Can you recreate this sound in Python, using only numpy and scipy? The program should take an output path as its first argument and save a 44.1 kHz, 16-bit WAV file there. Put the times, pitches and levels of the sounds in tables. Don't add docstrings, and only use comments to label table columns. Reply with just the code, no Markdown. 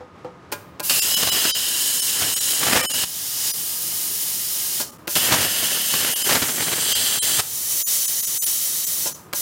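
import sys
import numpy as np
from scipy import signal
from scipy.fft import rfft, irfft, next_fast_len
from scipy.io import wavfile
from scipy.ndimage import uniform_filter1d, map_coordinates

SR = 44100
rng = np.random.default_rng(int(sys.argv[2]) if len(sys.argv) > 2 else 0)


def int16_out(signal):
    q = np.round(np.clip(np.atleast_2d(signal).T, -1, 1) * 32767)
    wavfile.write(sys.argv[1], SR, q.astype(np.int16))


N = 414981
TIME = np.arange(N) / SR

# strikes in seconds, goes out in seconds.
CUTS = [(0.896, 3.047), (5.153, 7.407)]
# opens in seconds, shuts in seconds.
AIR_RUNS = [(0.826, 4.812), (5.082, 9.075), (9.34, 13)]
# frequency in Hz, relative density in dB per Hz.
JET_HISS = [(1500, -37.5), (3000, -8.5), (5600, -2), (8000, 0.5), (11000, -2), (13400, -2), (15500, -0.5)]


def gain_of(db):
    return 10 ** (np.asarray(db) / 20)


def evened(x):
    return x / np.sqrt(np.mean(x ** 2) + 1e-20)


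def read(points, hz):
    f, value = np.transpose(points)
    return np.interp(np.log(hz + 1), np.log(f + 1), value)


def add(mix, s, sound):
    part = mix[max(round(s * SR), 0):][:len(sound)]
    part += sound[:len(part)]


def filtered(x, db_at):
    size = next_fast_len(len(x))
    gain = gain_of(db_at(np.fft.rfftfreq(size, 1 / SR)))
    return irfft(rfft(x, size) * gain, size)[:len(x)]


def coloured(x, spectrum):
    return evened(filtered(x, lambda hz: read(spectrum, hz)))


def noise(spectrum):
    return coloured(rng.standard_normal(N), spectrum)


def wander(per_s):
    steps = rng.standard_normal(N // 16)
    return evened(np.interp(TIME * per_s, np.arange(len(steps)), steps))


def since(s):
    return np.maximum(TIME - s, 0)


def follow(rows, column):
    rows = np.array(rows)
    return gain_of(np.interp(TIME, rows[:, 0], rows[:, column]))


def fan(shop_db=-46, swell_db=1.2):
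    # frequency in Hz, rms level in dB.
    fan_tones = [(177, -59), (1238, -57)]
    # frequency in Hz, relative density in dB per Hz.
    shop_rumble = [(25, -34), (50, -9), (80, 3.5), (150, 3.5), (240, -1), (330, 2), (550, -4), (800, -6.5),
                   (1080, -3.5), (1700, -11.5), (3000, -19.5), (6000, -27.5), (10000, -38), (15500, -48)]
    tones = np.zeros(N)
    for hz, db in fan_tones:
        cycles = np.cumsum(hz + wander(10)) / SR
        tones += np.sqrt(2) * gain_of(db) * np.sin(2 * np.pi * cycles)
    return tones + gain_of(shop_db + swell_db * wander(16)) * noise(shop_rumble)


def workshop(x):
    # frequency in Hz, decay by 60 dB in seconds.
    room_decay = [(150, 0.92), (1000, 0.43), (5000, 0.41), (15000, 0.48)]
    burst = rng.standard_normal(SR // 2) * (TIME[:SR // 2] > .006)
    hz, t, bands = signal.stft(burst, SR, nperseg=256)
    t60 = read(room_decay, hz)[:, None]
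    tail = signal.istft(bands * gain_of(-60 * t / t60), SR)[1]
    return signal.oaconvolve(x, tail / np.linalg.norm(tail))[:N]


def ring(modes, soft_s):
    t = TIME[:SR // 2]
    ringing = np.zeros(len(t))
    for hz, db, t60 in modes:
        ringing += gain_of(db - 60 * t / t60) * np.sin(2 * np.pi * (hz * t + rng.random()))
    return (1 - np.exp(-t / soft_s)) * ringing


def handling(puff_s=.524, puff_db=-43, puff_t60=0.17, thud_t60=0.17):
    # time in seconds, relative ring in dB, snap in dB, snap t60 in seconds.
    clacks = [(0.523, -18, -21, 0.09), (0.802, -21.5, -19, 0.021), (4.801, -23.5, -41, 0.06),
              (5.078, -24, -19.5, 0.027), (9.06, -21.5, -39.5, 0.05), (9.334, -25, -17.5, 0.023)]
    # time in seconds, relative ring in dB, thud in dB.
    knocks = [(0.006, -33, -42), (0.247, -28, -33.5), (4.799, -44, -33), (9.057, -41, -31)]
    # frequency in Hz, relative level in dB, t60 in seconds.
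    valve_modes = [(328, -2, .08), (585, -3, .16), (870, -7, .12), (1014, -4, .13), (1425, -5, .12),
                   (1625, -10, .17), (2420, -14, .18), (2670, -5, .05)]
    panel_modes = [(330, -10, .12), (501, 3, .15), (797, -9, .17), (865, -9, .15), (1340, -17, .13),
                   (2207, -25, .12)]
    # frequency in Hz, relative density in dB per Hz.
    snap_colour = [(60, -27), (300, 1), (1500, -4), (2700, -5.5), (5000, -7), (9000, -10), (15000, -7.5)]
    thud_colour = [(60, -3), (300, 2), (900, 2.5), (1400, -8), (2200, -18), (6000, -25), (12000, -43),
                   (16000, -48)]
    lead_s, lead_db, lead_t60 = .005, -7, 0.05
    rings, snaps, thuds, puff = np.zeros((4, N))
    t = TIME[:SR // 2]
    for s, ring_db, snap_db, t60 in clacks:
        add(rings, s, gain_of(ring_db) * ring(valve_modes, 0.0014) / 2)
        add(snaps, s, gain_of(snap_db - 60 * t / t60))
        add(snaps, s - lead_s, gain_of(snap_db + lead_db - 60 * t / lead_t60))
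    for s, ring_db, thud_db in knocks:
        add(rings, s, gain_of(ring_db) * ring(panel_modes, 0.0025))
        add(thuds, s, gain_of(thud_db - 60 * t / thud_t60))
    add(puff, puff_s, gain_of(puff_db - 60 * t / puff_t60))
    return rings + snaps * noise(snap_colour) + thuds * noise(thud_colour) + puff * noise(JET_HISS)


def burning(strikes, goes_out, edge_s=.004):
    return np.clip(np.minimum(TIME - strikes, goes_out - TIME) / edge_s + .5, 0, 1)


def flow(fall_db_per_s, fill_s=0.011):
    gain = np.zeros(N)
    for opens, shuts in AIR_RUNS:
        gain += (1 - np.exp(-since(opens) / fill_s)) * gain_of(-fall_db_per_s * since(shuts))
    return gain * (1 - sum(burning(*cut) for cut in CUTS))


def air(hiss_db=1.5, splash_db=-1.5, flutter_db=0.5, sway_db=0.36):
    # time in seconds, nozzle hiss in dB, splash on the panel in dB.
    aim = [(0.85, -25.5, -30), (3.2, -26, -26.5), (3.36, -28.5, -28), (3.48, -25, -23), (3.55, -27, -30.5),
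           (4.76, -25, -27), (5.1, -27, -27), (7.6, -22.5, -27), (7.97, -19.0, -21.5), (8.36, -22.5, -25.5),
           (8.5, -19.5, -24), (8.8, -22, -25.5), (9.4, -24.5, -29)]
    # frequency in Hz, relative density in dB per Hz.
    hiss_colour = [(1000, -35), (3000, -12), (6000, -12.5), (9000, -1), (11000, 0.5), (13300, 0),
                   (14700, 5), (15800, -2)]
    splash_colour = [(200, -24), (750, -13), (1300, -15.5), (1850, -8.5), (2400, -11), (3100, -6.5),
                     (5500, 1), (7500, -1), (9500, -8), (15000, -25)]
    surge_db, surge_s = 4, 0.022
    gust_db = sum(surge_db * np.exp(-((TIME - shuts) / surge_s) ** 2) for _, shuts in AIR_RUNS)
    hiss = gain_of(hiss_db) * follow(aim, 1) * flow(fall_db_per_s=320) * noise(hiss_colour)
    splash_gain = gain_of(splash_db + gust_db) * follow(aim, 2) * flow(fall_db_per_s=220)
    splash = splash_gain * noise(splash_colour)
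    return gain_of(flutter_db * wander(40) + sway_db * wander(9)) * (hiss + splash)


def bite(column):
    # time in seconds, jet hiss in dB, rush in the slit in dB,
    # molten spray in dB.
    cut_levels = [
        [(0.9, -16.5, -23.0, -33.0), (1.05, -15.0, -25, -32.5), (1.28, -14.5, -19.5, -20),
         (1.48, -12, -15.5, -23), (1.64, -14.5, -18.5, -45.5), (2.08, -12.0, -21.5, -33),
         (2.25, -12.5, -18, -18), (2.45, -13, -21.5, -34.5), (2.74, -13.5, -20.5, -7.5),
         (2.9, -13.5, -20.5, -22.5), (3.04, -13.5, -15.5, -31)],
        [(5.16, -19, -22, -35.5), (5.33, -17, -21.5, -15.5), (5.56, -16, -19, -26.5), (5.78, -15, -18, -25),
         (5.87, -14.5, -20.5, -39), (6.02, -13, -16.5, -17), (6.2, -15.5, -22, -33), (6.32, -12.5, -19, -9.5),
         (6.5, -14.5, -28.5, -21.5), (6.75, -17, -23.5, -22), (6.95, -14.0, -16.5, -26.5),
         (7.4, -10.5, -18.5, -23.0)],
    ]
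    return sum(burning(*cut) * follow(rows, column) for cut, rows in zip(CUTS, cut_levels))


def crackle(spectrum, drops_per_s=2200, size_db=3.5, wash=.7, flicker_db=3.0):
    size = gain_of(size_db * np.minimum(rng.exponential(1, N), 3))
    pops = size * rng.choice([-1, 1], N) * (rng.random(N) < drops_per_s / SR)
    grains = evened(pops) + wash * rng.standard_normal(N)
    return coloured(grains * gain_of(flicker_db * wander(120)), spectrum)


def spray(spray_db=-2.0, surge_db=1.5, spits_per_s=8.1, spit_db=-3, sputter_s=0.03):
    # time in seconds, peak of the burst's envelope in dB.
    sputters = [(0.9, -28), (1.227, -19), (1.265, -16.5), (2.217, -15), (2.623, -13), (2.664, -16),
                (2.722, -9.5), (2.76, -5), (2.835, -14.5), (3.03, -21.5), (5.158, -20), (5.319, -13),
                (5.338, -13), (5.407, -18), (5.62, -23.5), (5.934, -14), (6.289, -10), (6.319, -13),
                (6.35, -13), (6.419, -11), (6.483, -15), (6.62, -18), (6.717, -15), (7.387, -12)]
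    # frequency in Hz, relative density in dB per Hz.
    spray_colour = [(25, -36), (50, -44), (90, -2), (350, 0.5), (750, -1.5), (1000, -4), (1900, 1),
                    (3500, -9), (7000, -11), (15000, -14.5)]
    burst_colour = [(25, -22), (50, -13), (85, 6.5), (150, 2), (450, 0.5), (1200, 0), (2200, -2),
                    (4500, -1.5), (8000, -7.5), (15000, -16)]
    spits = rng.random(N) * (rng.random(N) < spits_per_s / SR)
    blobs = gain_of(spit_db) * bite(3) * spits
    for s, db in sputters:
        blobs[round(s * SR)] += gain_of(db)
    u = TIME[:SR // 4] / (sputter_s / 2)
    swell_and_die = 2 * np.sqrt(u) * np.exp(-u ** 2 / 2 - u / 2)
    bursts = signal.oaconvolve(blobs, swell_and_die)[:N]
    running = gain_of(spray_db + surge_db * wander(20)) * bite(3)
    return running * crackle(spray_colour) + bursts * crackle(burst_colour)


def arc(rush_db=-2, flutter_db=0.65, grit_db=0.7, sway_db=0.4, strike_db=-21, strike_t60=0.064):
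    # frequency in Hz, relative density in dB per Hz.
    rush_colour = [(1200, -12.5), (1800, -6), (2350, -11.5), (2900, -1.5), (3600, -6), (5000, -4),
                   (6500, -18.5), (10000, -23)]
    snaps = np.zeros(N)
    for strikes, _ in CUTS:
        snaps += (TIME > strikes) * gain_of(strike_db - 60 * since(strikes) / strike_t60)
    shake = gain_of(sway_db * wander(12) + flutter_db * wander(70) + grit_db * wander(900))
    jet = (bite(1) + snaps) * noise(JET_HISS)
    rush = (gain_of(rush_db) * bite(2) + snaps) * noise(rush_colour)
    return shake * (jet + rush)


def wheel_arch(x, count=6):
    echoes = np.zeros(SR // 100)
    echoes[rng.integers(SR // 1000, SR // 160, count)] = .135 * rng.choice([-1, 1], count)
    echoes[0] = 1
    return signal.oaconvolve(x, echoes / np.linalg.norm(echoes))[:N]


def nozzle_gap(x, turn_s=0.15, gap_db=0.21):
    # frequency in Hz, width in Hz, lift in dB
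    arc_start = [(2705, 460, 7), (3760, 220, 2), (4860, 630, 3), (7190, 180, 4.0), (7860, 230, -0.5),
                 (11000, 610, 4.5), (12800, 350, 3.9)]
    piercing = [(3010, 570, 7.6), (3920, 180, 6.6), (5130, 410, 7.8), (6700, 1010, 3.4), (8000, 1200, 1),
                (9680, 270, 4.1), (12280, 280, 5.8), (12470, 140, 6), (14690, 720, 2.0)]
    first_cut = [(3007, 520, 6.4), (3970, 240, 5.5), (5290, 520, 5), (6800, 920, 4.6), (7800, 340, 3.1),
                 (8890, 670, 6), (10830, 750, 6.8), (12100, 190, 4.5), (12300, 540, 4.5)]
    lifted = [(3010, 370, 5.1), (5100, 220, 2.8), (6740, 180, 3.5), (9500, 1500, 2.6), (10900, 220, 1.6),
              (12270, 340, 1.1)]
    second_cut = [(2980, 660, 5.1), (5130, 370, 1.8), (6300, 700, 3.1), (7340, 230, 4.0), (8880, 500, 5.8),
                  (9900, 360, 4.4), (11450, 1100, 4.5), (13000, 480, 6.4), (14340, 530, 5.1)]
    end_of_cut = [(3210, 560, 6.9), (4030, 290, 5.3), (4630, 190, 5.7), (6230, 310, 5.4), (7360, 370, 5.8),
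                  (8070, 340, 6.1), (9080, 750, 6.4), (10680, 290, 4.5), (11840, 860, 4.4)]
    hovering = [(3160, 330, 3.2), (4020, 290, 3.6), (6000, 780, 5.5), (7040, 500, 5.5), (8000, 230, 5.8),
                (9300, 650, 3.4), (10540, 460, 5.5), (11900, 500, 3.1), (15300, 350, 3.1)]
    # time in seconds of the turn to this pose, its resonances.
    poses = [(0, arc_start), (1.03, piercing), (1.6, first_cut), (3.08, lifted),
             (5.05, second_cut), (6.55, end_of_cut), (7.45, hovering)]
    turns = [np.clip((TIME - s) / turn_s + .5, 0, 1) for s, _ in poses[1:]]
    reached = [np.ones(N)] + turns + [np.zeros(N)]
    hz = np.fft.rfftfreq(1024, 1 / SR)
    out = np.zeros(N)
    for k, (_, modes) in enumerate(poses):
        lift_db = sum(db * .5 ** ((2 * (hz - f) / width) ** 2) for f, width, db in modes)
        response = np.fft.fftshift(irfft(evened(gain_of(lift_db))))
        echoed = wheel_arch(x)
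        out += (reached[k] - reached[k + 1]) * signal.oaconvolve(echoed, response, "same")
    tremble_s = .00025 * wander(14)
    return gain_of(gap_db) * map_coordinates(out, [(TIME + tremble_s) * SR], order=3)


def dips(x, depth=1.2, s_per_db=.00082, tone_db=-4.5, tone_s=.048, count=7):
    # time in seconds, relative depth in dB (deepened by the depth factor; deeper ones last longer).
    dropouts = [(1.009, 19), (1.158, 14), (1.309, 17), (1.532, 31), (2.013, 14), (2.353, 17), (2.398, 15),
                (2.823, 13.5), (2.879, 32.5), (2.929, 13.5), (3.527, 17.5), (4.914, 10), (4.979, 10),
                (6.15, 18), (6.236, 15), (6.942, 17), (7.207, 30), (7.848, 35.5), (8.071, 16), (8.219, 14),
                (8.263, 14.5), (8.401, 35), (8.455, 16.5), (8.86, 14.5), (9.139, 13)]
    gain_db, tones = np.zeros(N), np.zeros(N)
    t = np.arange(-SR // 25, SR // 25) / SR
    swell = np.exp(-abs(2 * t / tone_s) ** 3)
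    for s, db in dropouts:
        start = s + t[0]
        add(gain_db, start, -depth * db * .5 ** (abs(2 * t / (db * s_per_db)) ** 3))
        around = x[round(start * SR):][:len(t)] * evened(swell)
        power = uniform_filter1d(abs(rfft(around)) ** 2, size=9)
        peaks = signal.find_peaks(power, distance=20)[0]
        top = peaks[np.argsort(-power[peaks])[:count]]
        cycles = np.outer(top * SR / len(t), t) + rng.random((count, 1))
        chord = power[top] @ np.sin(2 * np.pi * cycles)
        add(tones, start, gain_of(tone_db) * np.std(around) * evened(chord) * swell)
    return x * gain_of(gain_db) + tones


def scene(room_db=-13):
    near = nozzle_gap(air() + arc()) + spray() + handling()
    mono = dips(near + gain_of(room_db) * workshop(near) + fan())
    return np.array([mono, mono])


def gain_control(x, threshold_db=-22.5, ratio=4.6, lag_s=0.076):
    power = uniform_filter1d((x ** 2).mean(0), SR // 50)
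    power_db = 10 * np.log10(abs(power) + 1e-12)
    cut_db = np.maximum(power_db - threshold_db, 0) * (1 - 1 / ratio)
    r = np.exp(-1 / (lag_s * SR))
    lagging_db = signal.lfilter([(1 - r) ** 2], [1, -2 * r, r * r], cut_db)
    return x * gain_of(-lagging_db)


def record(dry, low_cut_hz=52, edge_hz=15950):
    low_cut = signal.butter(2, low_cut_hz, "highpass", fs=SR, output="sos")
    thin = signal.sosfilt(low_cut, gain_control(dry))
    rounded = thin / (1 + (thin / .8) ** 4) ** .25
    band_limit = signal.firwin(601, edge_hz, window=("kaiser", 9), fs=SR)
    return signal.oaconvolve(rounded, band_limit[None], "same")


dry = scene()
out = record(dry)
int16_out(out)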